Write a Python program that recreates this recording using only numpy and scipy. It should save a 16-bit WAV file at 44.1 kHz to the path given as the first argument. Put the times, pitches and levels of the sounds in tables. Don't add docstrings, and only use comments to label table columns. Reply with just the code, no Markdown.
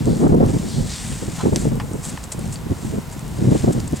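import sys
import numpy as np
from scipy import signal
from scipy.io import wavfile
from scipy.ndimage import uniform_filter1d

SR = 44100
rng = np.random.default_rng(int(sys.argv[2]) if len(sys.argv) > 2 else 0)


def generate_wav(signal):
    frames = np.transpose(np.atleast_2d(signal))
    scaled = np.clip(frames, -1, 1) * 32767
    pcm = np.round(scaled).astype(np.int16)
    wavfile.write(sys.argv[1], SR, pcm)


N = 176400
T = np.arange(N) / SR
SIDE_SIGNS = np.array([[1], [-1]])

# time_s, level_db
BREEZE_CURVE = [(0, -23), (.18, -24), (.33, -13), (.5, -22), (.73, -30.5), (.82, -24), (.93, -36.5),
                (1.1, -33), (1.35, -32), (1.55, -29.5), (1.68, -22.5), (1.86, -32), (2.28, -40),
                (2.47, -28), (2.62, -36), (2.88, -28), (3.05, -37), (3.3, -33.5), (3.5, -27.5), (3.75, -24),
                (3.88, -32.5), (4, -35.5)]
# frequency_hz, density_db
WIND_SPECTRUM = [(25, -10), (55, 0.5), (100, 0), (165, 4.5), (290, -10), (500, -17.5), (800, -41),
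                 (1500, -50)]
# frequency_hz, slope_db_per_db
WIND_GROWTH = [(30, 1.1), (70, 0.48), (150, 0.95), (300, 0.96), (1000, 1.3)]
# frequency_hz, side_db
WIND_WIDTH = [(30, -11), (700, -6.5)]
def wind(level_db=-28, reference_db=-31.5, eddy_db=3, flutter_db=1.45):
    breeze_db = in_time(BREEZE_CURVE)[0] - reference_db + eddy_db * drift(per_s=51)
    out = 0
    for hz, band in bands(WIND_SPECTRUM, WIND_WIDTH, count=12):
        band_db = level_db + at_hz(WIND_GROWTH, hz) * breeze_db + flutter_db * drift(per_s=7.9)
        out += band * from_db(band_db)
    return out


# peak_s, half_width_s, level_db, reach_hz
EDDIES = [(.079, 0.011, -13, 347), (0.108, 0.012, -16, 314), (.168, 0.014, -22.5, 310),
          (.216, 0.012, -13.5, 360), (.241, 0.011, -6, 376), (.269, 0.0075, -5.5, 445),
          (0.298, 0.0052, -10, 357), (.327, 0.0048, -4.5, 300), (.344, 0.01, -5, 346),
          (0.377, 0.0091, -9, 252), (.409, 0.0052, -7.5, 383), (.432, 0.017, -10, 440),
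          (.495, 0.02, -20.5, 406), (0.543, 0.0092, -16, 310), (.566, .0064, -16.5, 315),
          (.639, 0.0082, -22, 250), (.787, .017, -21, 242), (1.228, 0.0049, -22, 340),
          (1.285, 0.0046, -18, 188), (1.438, .0057, -15, 360), (1.458, 0.003, -9, 440),
          (1.471, 0.0041, -9.5, 417), (1.488, 0.006, -13.5, 308), (1.53, 0.0054, -11.5, 360),
          (1.559, .016, -18, 325), (1.629, 0.0091, -24, 400), (1.656, 0.0037, -13, 403),
          (1.675, 0.0067, -12.5, 260), (1.719, .0092, -17.5, 277), (1.915, 0.0026, -23, 330),
          (1.949, 0.011, -22, 292), (2.085, 0.01, -26, 184), (2.14, 0.0066, -25, 176),
          (2.348, 0.0032, -24.5, 200), (2.39, 0.0044, -23, 290), (2.667, 0.0056, -20.5, 199),
          (2.71, 0.0083, -16.5, 189), (2.724, 0.0069, -15.5, 228), (2.948, 0.016, -22.5, 342),
          (2.984, 0.0069, -18.5, 250), (3.395, 0.017, -21.5, 236), (3.423, 0.0083, -13.5, 254),
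          (3.449, .0076, -13, 236), (3.485, 0.011, -7, 207), (3.521, 0.0097, -8.5, 303),
          (3.556, 0.01, -12.5, 388), (3.645, 0.0037, -8.5, 290), (3.683, 0.01, -10, 370),
          (3.702, 0.0077, -14, 378), (3.771, 0.019, -21.5, 394), (3.936, 0.0048, -12, 195)]
def buffets(low_hz=125, side_db=-8):
    out, half = np.zeros((2, N + SR)), SR // 10
    age = np.arange(-half, half) / SR
    for peak_s, half_width_s, db, reach_hz in EDDIES:
        noise = butter(rng.standard_normal((2, 2 * half)), reach_hz, "low", order=2)
        noise = butter(noise, 1.09 * reach_hz, "low", order=1)
        mid, side = butter(noise, low_hz, "high", order=2)
        window = np.exp(-(age / half_width_s) ** 2 / 2)
        lump = stereo(rms_one(mid * window), rms_one(side * window), side_db)
        start = int(peak_s * SR)
        out[:, start:start + 2 * half] += from_db(db) * rms_one(lump) * np.sqrt(np.mean(window ** 2))
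    return out[:, half:half + N]


def across_ports(pressure, quarter_cycle_hz=402):
    pole = np.exp(-2 * np.pi * quarter_cycle_hz / SR)
    left, right = pressure
    return np.array([left, signal.lfilter([-pole, 1], [1, -pole], right)])


# time_s, treble_db, middle_db
RUSTLE_CURVE = [(0, -44, -43), (.07, -45.5, -49.5), (.24, -41, -45.5), (.41, -53, -49), (.49, -41, -44.5),
                (.85, -41, -46), (.92, -37, -40), (1.13, -38.5, -40.5), (1.28, -41.5, -45),
                (1.41, -39, -41), (1.52, -44, -47), (1.62, -39.5, -42), (1.74, -50, -51.5),
                (1.96, -46, -53.5), (2.13, -43.5, -44), (2.28, -52, -53), (2.46, -45.5, -47.5),
                (2.65, -52.5, -52), (2.87, -43, -48), (3.05, -51, -52), (3.33, -49, -49.5),
                (3.48, -44.5, -44.5), (3.58, -37.5, -40.5), (3.68, -45, -46), (3.9, -50, -49.5),
                (4, -46, -43.5)]
# peak_s, rise_s, fall_s, level_db
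FULL_SWISHES = [(.11, 0.041, 0.1, -43.5), (.765, 0.077, 0.081, -38), (.925, 0.027, 0.091, -36)]
THIN_SWISHES = [(1.09, 0.085, 0.18, -40.5)]
# frequency_hz, density_db
TREBLE_SPECTRUM = [(3000, -30), (5000, -6), (6500, 1.5), (7800, 7), (9000, 2), (10300, -13), (12500, -13),
                   (16000, -38)]
MIDDLE_SPECTRUM = [(500, -5), (1000, -12.5), (1800, 1.5), (2600, -0.5), (4000, 0), (5300, -1), (7000, -3.5),
                   (10000, -26)]
FULL_SPECTRUM = [(2500, -33), (3300, -7), (4000, 0), (5200, -6), (6500, -10), (9000, -11)]
THIN_SPECTRUM = [(7000, -21), (8500, 9), (9300, -3), (10500, -15), (12500, -21), (15000, -7)]
# frequency_hz, side_db
FRICTION_WIDTH = [(700, -14), (2000, -26), (5000, -18), (8000, -19.5), (12000, 4)]
def rustle(middle_boost_db=2, grain_db=1.28):
    treble_db, middle_db = in_time(RUSTLE_CURVE)
    treble = from_db(treble_db) * hiss(TREBLE_SPECTRUM, FRICTION_WIDTH, count=14)
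    middle = from_db(middle_db + middle_boost_db) * hiss(MIDDLE_SPECTRUM, FRICTION_WIDTH, count=11)
    full = strokes(FULL_SWISHES) * hiss(FULL_SPECTRUM, FRICTION_WIDTH, count=8)
    thin = strokes(THIN_SWISHES) * hiss(THIN_SPECTRUM, FRICTION_WIDTH, count=10)
    return (treble + middle + full + thin) * from_db(grain_db * drift(per_s=170))


# peak_s, rise_s, fall_s, level_db
SCUFF_STROKES = [(1.61, 0.028, 0.037, -35.5), (2.056, 0.015, 0.021, -29.5), (2.097, 0.0093, .009, -33),
                 (2.243, .007, .009, -35.5), (2.323, 0.0031, 0.0083, -24.5), (2.532, 0.0094, 0.021, -34),
                 (3.135, 0.014, 0.015, -41.5), (3.73, 0.0045, 0.0067, -31), (3.803, 0.0051, .005, -34),
                 (3.879, 0.0032, 0.0056, -35), (3.968, 0.0091, .012, -37.5)]
# frequency_hz, density_db
SCUFF_SPECTRUM = [(700, -7), (1500, -12), (3000, -12.5), (5000, -9), (6800, -4.5), (8000, 4), (9200, -7),
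                  (11000, -10), (15000, -33)]
def scuffs(grain_db=3.5):
    brushes = strokes(SCUFF_STROKES) * hiss(SCUFF_SPECTRUM, FRICTION_WIDTH, count=18)
    return brushes * from_db(grain_db * drift(per_s=570))


# pitch_hz, level_db, t60_s
SNAP_RINGS = [(1920, -20, 0.0068), (3020, -15, 0.0061), (4340, -6, 0.0019), (5320, -6, 0.0042),
              (6200, -7, 0.0074), (7960, -6, .004), (9300, -13, .003), (13000, -25, .002)]
def snap(start_s=1.56, crack_db=-3, tail_db=-28.5, tail_s=0.014):
    crack = sum((-1) ** k * from_db(db) * ring(start_s, hz, t60_s)
                for k, (hz, db, t60_s) in enumerate(SNAP_RINGS))
    tail = rms_one(butter(rng.standard_normal(N), [1500, 9000], "band", order=2))
    decay = (T > start_s) * strokes([(start_s, tail_s, tail_s, tail_db)])
    return from_db(crack_db) * crack + decay * tail


# peak_s, rise_s, fall_s, level_db, tilt_db_per_octave
TAP_STROKES = [(1.7995, 0.00024, 0.0049, -22.5, 3), (1.808, 0.0024, 0.01, -32, 2.5),
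               (2.1745, 0.00061, 0.002, -18, -1)]
SCRAPE_STROKES = [(1.416, 0.015, 0.0099, -25.5, -0.3)]
# pitch_hz, bandwidth_hz, level_db
TAP_RESONANCES = [(873, 160, 8), (1150, 360, -0.5), (1810, 330, 0), (3080, 610, -9), (4770, 1200, -17.5)]
SCRAPE_RESONANCES = [(850, 53, 9), (1310, 260, -3.5), (3040, 600, -16.5), (4090, 160, -8)]
def contacts(rows, resonances):
    out, lowest_hz = 0, resonances[0][0]
    for *stroke, tilt in rows:
        force = strokes([stroke]) * rng.standard_normal((2, N))
        response, power = 0, 0
        for k, (hz, width_hz, db) in enumerate(resonances):
            gain = from_db(db + tilt * np.log2(hz / lowest_hz))
            resonator = signal.iirpeak(hz, hz / width_hz, fs=SR)
            response += (-1) ** k * gain * signal.lfilter(*resonator, force)
            power += np.pi * width_hz / SR * gain ** 2
        out += stereo(*response, side_db=-15) / np.sqrt(power)
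    return out


# start_s, level_db, pitch_hz, t60_s
TICK_CRACKS = [(0.057, -18, 7400, 0.0087), (.281, -22, 7500, .01), (1.934, -22, 8100, .014),
               (2.24, -18, 6540, 0.0036), (2.393, -20, 9000, .012), (2.558, -19.5, 4600, 0.022),
               (3.194, -21.5, 8050, .01), (3.802, -20.5, 4700, 0.0093)]
def ticks(click_t60_s=0.00076, ring_db=-8.5):
    return sum(from_db(db) * (ring(start_s, hz, click_t60_s) + from_db(ring_db) * ring(start_s, hz, t60_s))
               for start_s, db, hz, t60_s in TICK_CRACKS)


def crackle(per_s=16, impulse_db=-26, spread_db=7):
    impulses = rng.random(N) < per_s / SR
    sizes = from_db(impulse_db + spread_db * np.minimum(rng.exponential(1, N), 2))
    return butter(impulses * sizes + 1e-18, [5000, 11000], "band", order=2)


# frequency_hz, density_db
AIR_SPECTRUM = [(100, 7), (400, 10.5), (900, 12), (1600, 4.5), (3000, -1), (5000, -7.5), (7800, -12),
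                (10500, -3), (13000, -7.5), (16000, -8)]
# frequency_hz, side_db
AIR_WIDTH = [(200, -34), (1000, -7.5), (3000, 0), (6000, -6), (9000, -3.5), (12000, -16), (15000, -31)]
def open_air(level_db=-41):
    return from_db(level_db) * hiss(AIR_SPECTRUM, AIR_WIDTH, count=16)


def from_db(db):
    return 10 ** (np.asarray(db) / 20)


def rms_one(x):
    return x / np.sqrt(np.mean(x ** 2) + 1e-20)


def in_time(rows):
    times_s, *columns = np.transpose(rows)
    return [np.interp(T, times_s, column) for column in columns]


def at_hz(points, hz):
    frequencies_hz, values = np.transpose(points)
    return np.interp(np.log(hz), np.log(frequencies_hz), values)


def butter(x, hz, kind, order):
    return signal.sosfilt(signal.butter(order, hz, kind, fs=SR, output="sos"), x)


def stereo(mid, side, side_db):
    return mid + from_db(side_db) * side * SIDE_SIGNS


def drift(per_s):
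    step, settle = 20, 2000
    pole = np.exp(-2 * np.pi * per_s * step / SR)
    white = rng.standard_normal(N // step + settle + 2)
    slow = signal.lfilter([1], [1, -2 * pole, pole * pole], white)[settle:]
    return np.interp(np.arange(N) / step, np.arange(len(slow)), rms_one(slow))


def bands(spectrum, widths, count):
    edges = np.geomspace(spectrum[0][0] / np.sqrt(2), min(spectrum[-1][0], .45 * SR), count + 1)
    centres = np.sqrt(edges[1:] * edges[:-1])
    gains = from_db(at_hz(spectrum, centres)) * np.sqrt(np.diff(edges))
    gains /= np.linalg.norm(gains)
    white = rng.standard_normal((2, 2, N))
    for k, hz in enumerate(centres):
        mid, side = rms_one(butter(white[k % 2], edges[k:k + 2], "band", order=2))
        side_db = at_hz(widths, hz)
        yield hz, gains[k] * stereo(mid, side, side_db) / np.hypot(1, from_db(side_db))


def hiss(spectrum, widths, count):
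    return sum(band for hz, band in bands(spectrum, widths, count))


def strokes(rows):
    envelope = 0
    for peak_s, rise_s, fall_s, db in rows:
        age = T - peak_s
        exponent = np.where(age < 0, (age / rise_s) ** 2 / 2, age / fall_s)
        envelope += from_db(db) * np.exp(-np.minimum(exponent, 20))
    return envelope


def ring(start_s, hz, t60_s):
    age = np.maximum(T - start_s, 0)
    return np.sin(2 * np.pi * hz * age) * from_db(-60 * np.minimum(age / t60_s, 5))


def scene(left_bias_db=1.2):
    rustling = (rustle() + scuffs() + ticks() + crackle()) * from_db(SIDE_SIGNS * left_bias_db / 2)
    air = open_air()
    rumble = across_ports(wind() + buffets())
    taps = contacts(TAP_STROKES, TAP_RESONANCES)
    scrape = contacts(SCRAPE_STROKES, SCRAPE_RESONANCES)
    return rumble + rustling + snap() + taps + scrape + air


def record(dry, limit_db=-11, release_db_per_s=55, detector_s=0.033, cutoff_hz=16000):
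    power = uniform_filter1d(np.mean(dry ** 2, axis=0), size=int(detector_s * SR))
    level_db = 10 * np.log10(np.maximum(power, 1e-12))
    excess_db = np.maximum(level_db - limit_db, 0)
    release_db = release_db_per_s * T
    duck_db = np.maximum.accumulate(excess_db + release_db) - release_db
    clipped = np.clip(dry * from_db(-duck_db), -1, 1)
    return signal.sosfilt(signal.ellip(12, .1, 80, cutoff_hz, fs=SR, output="sos"), clipped)


dry = scene()
out = record(dry)
generate_wav(out)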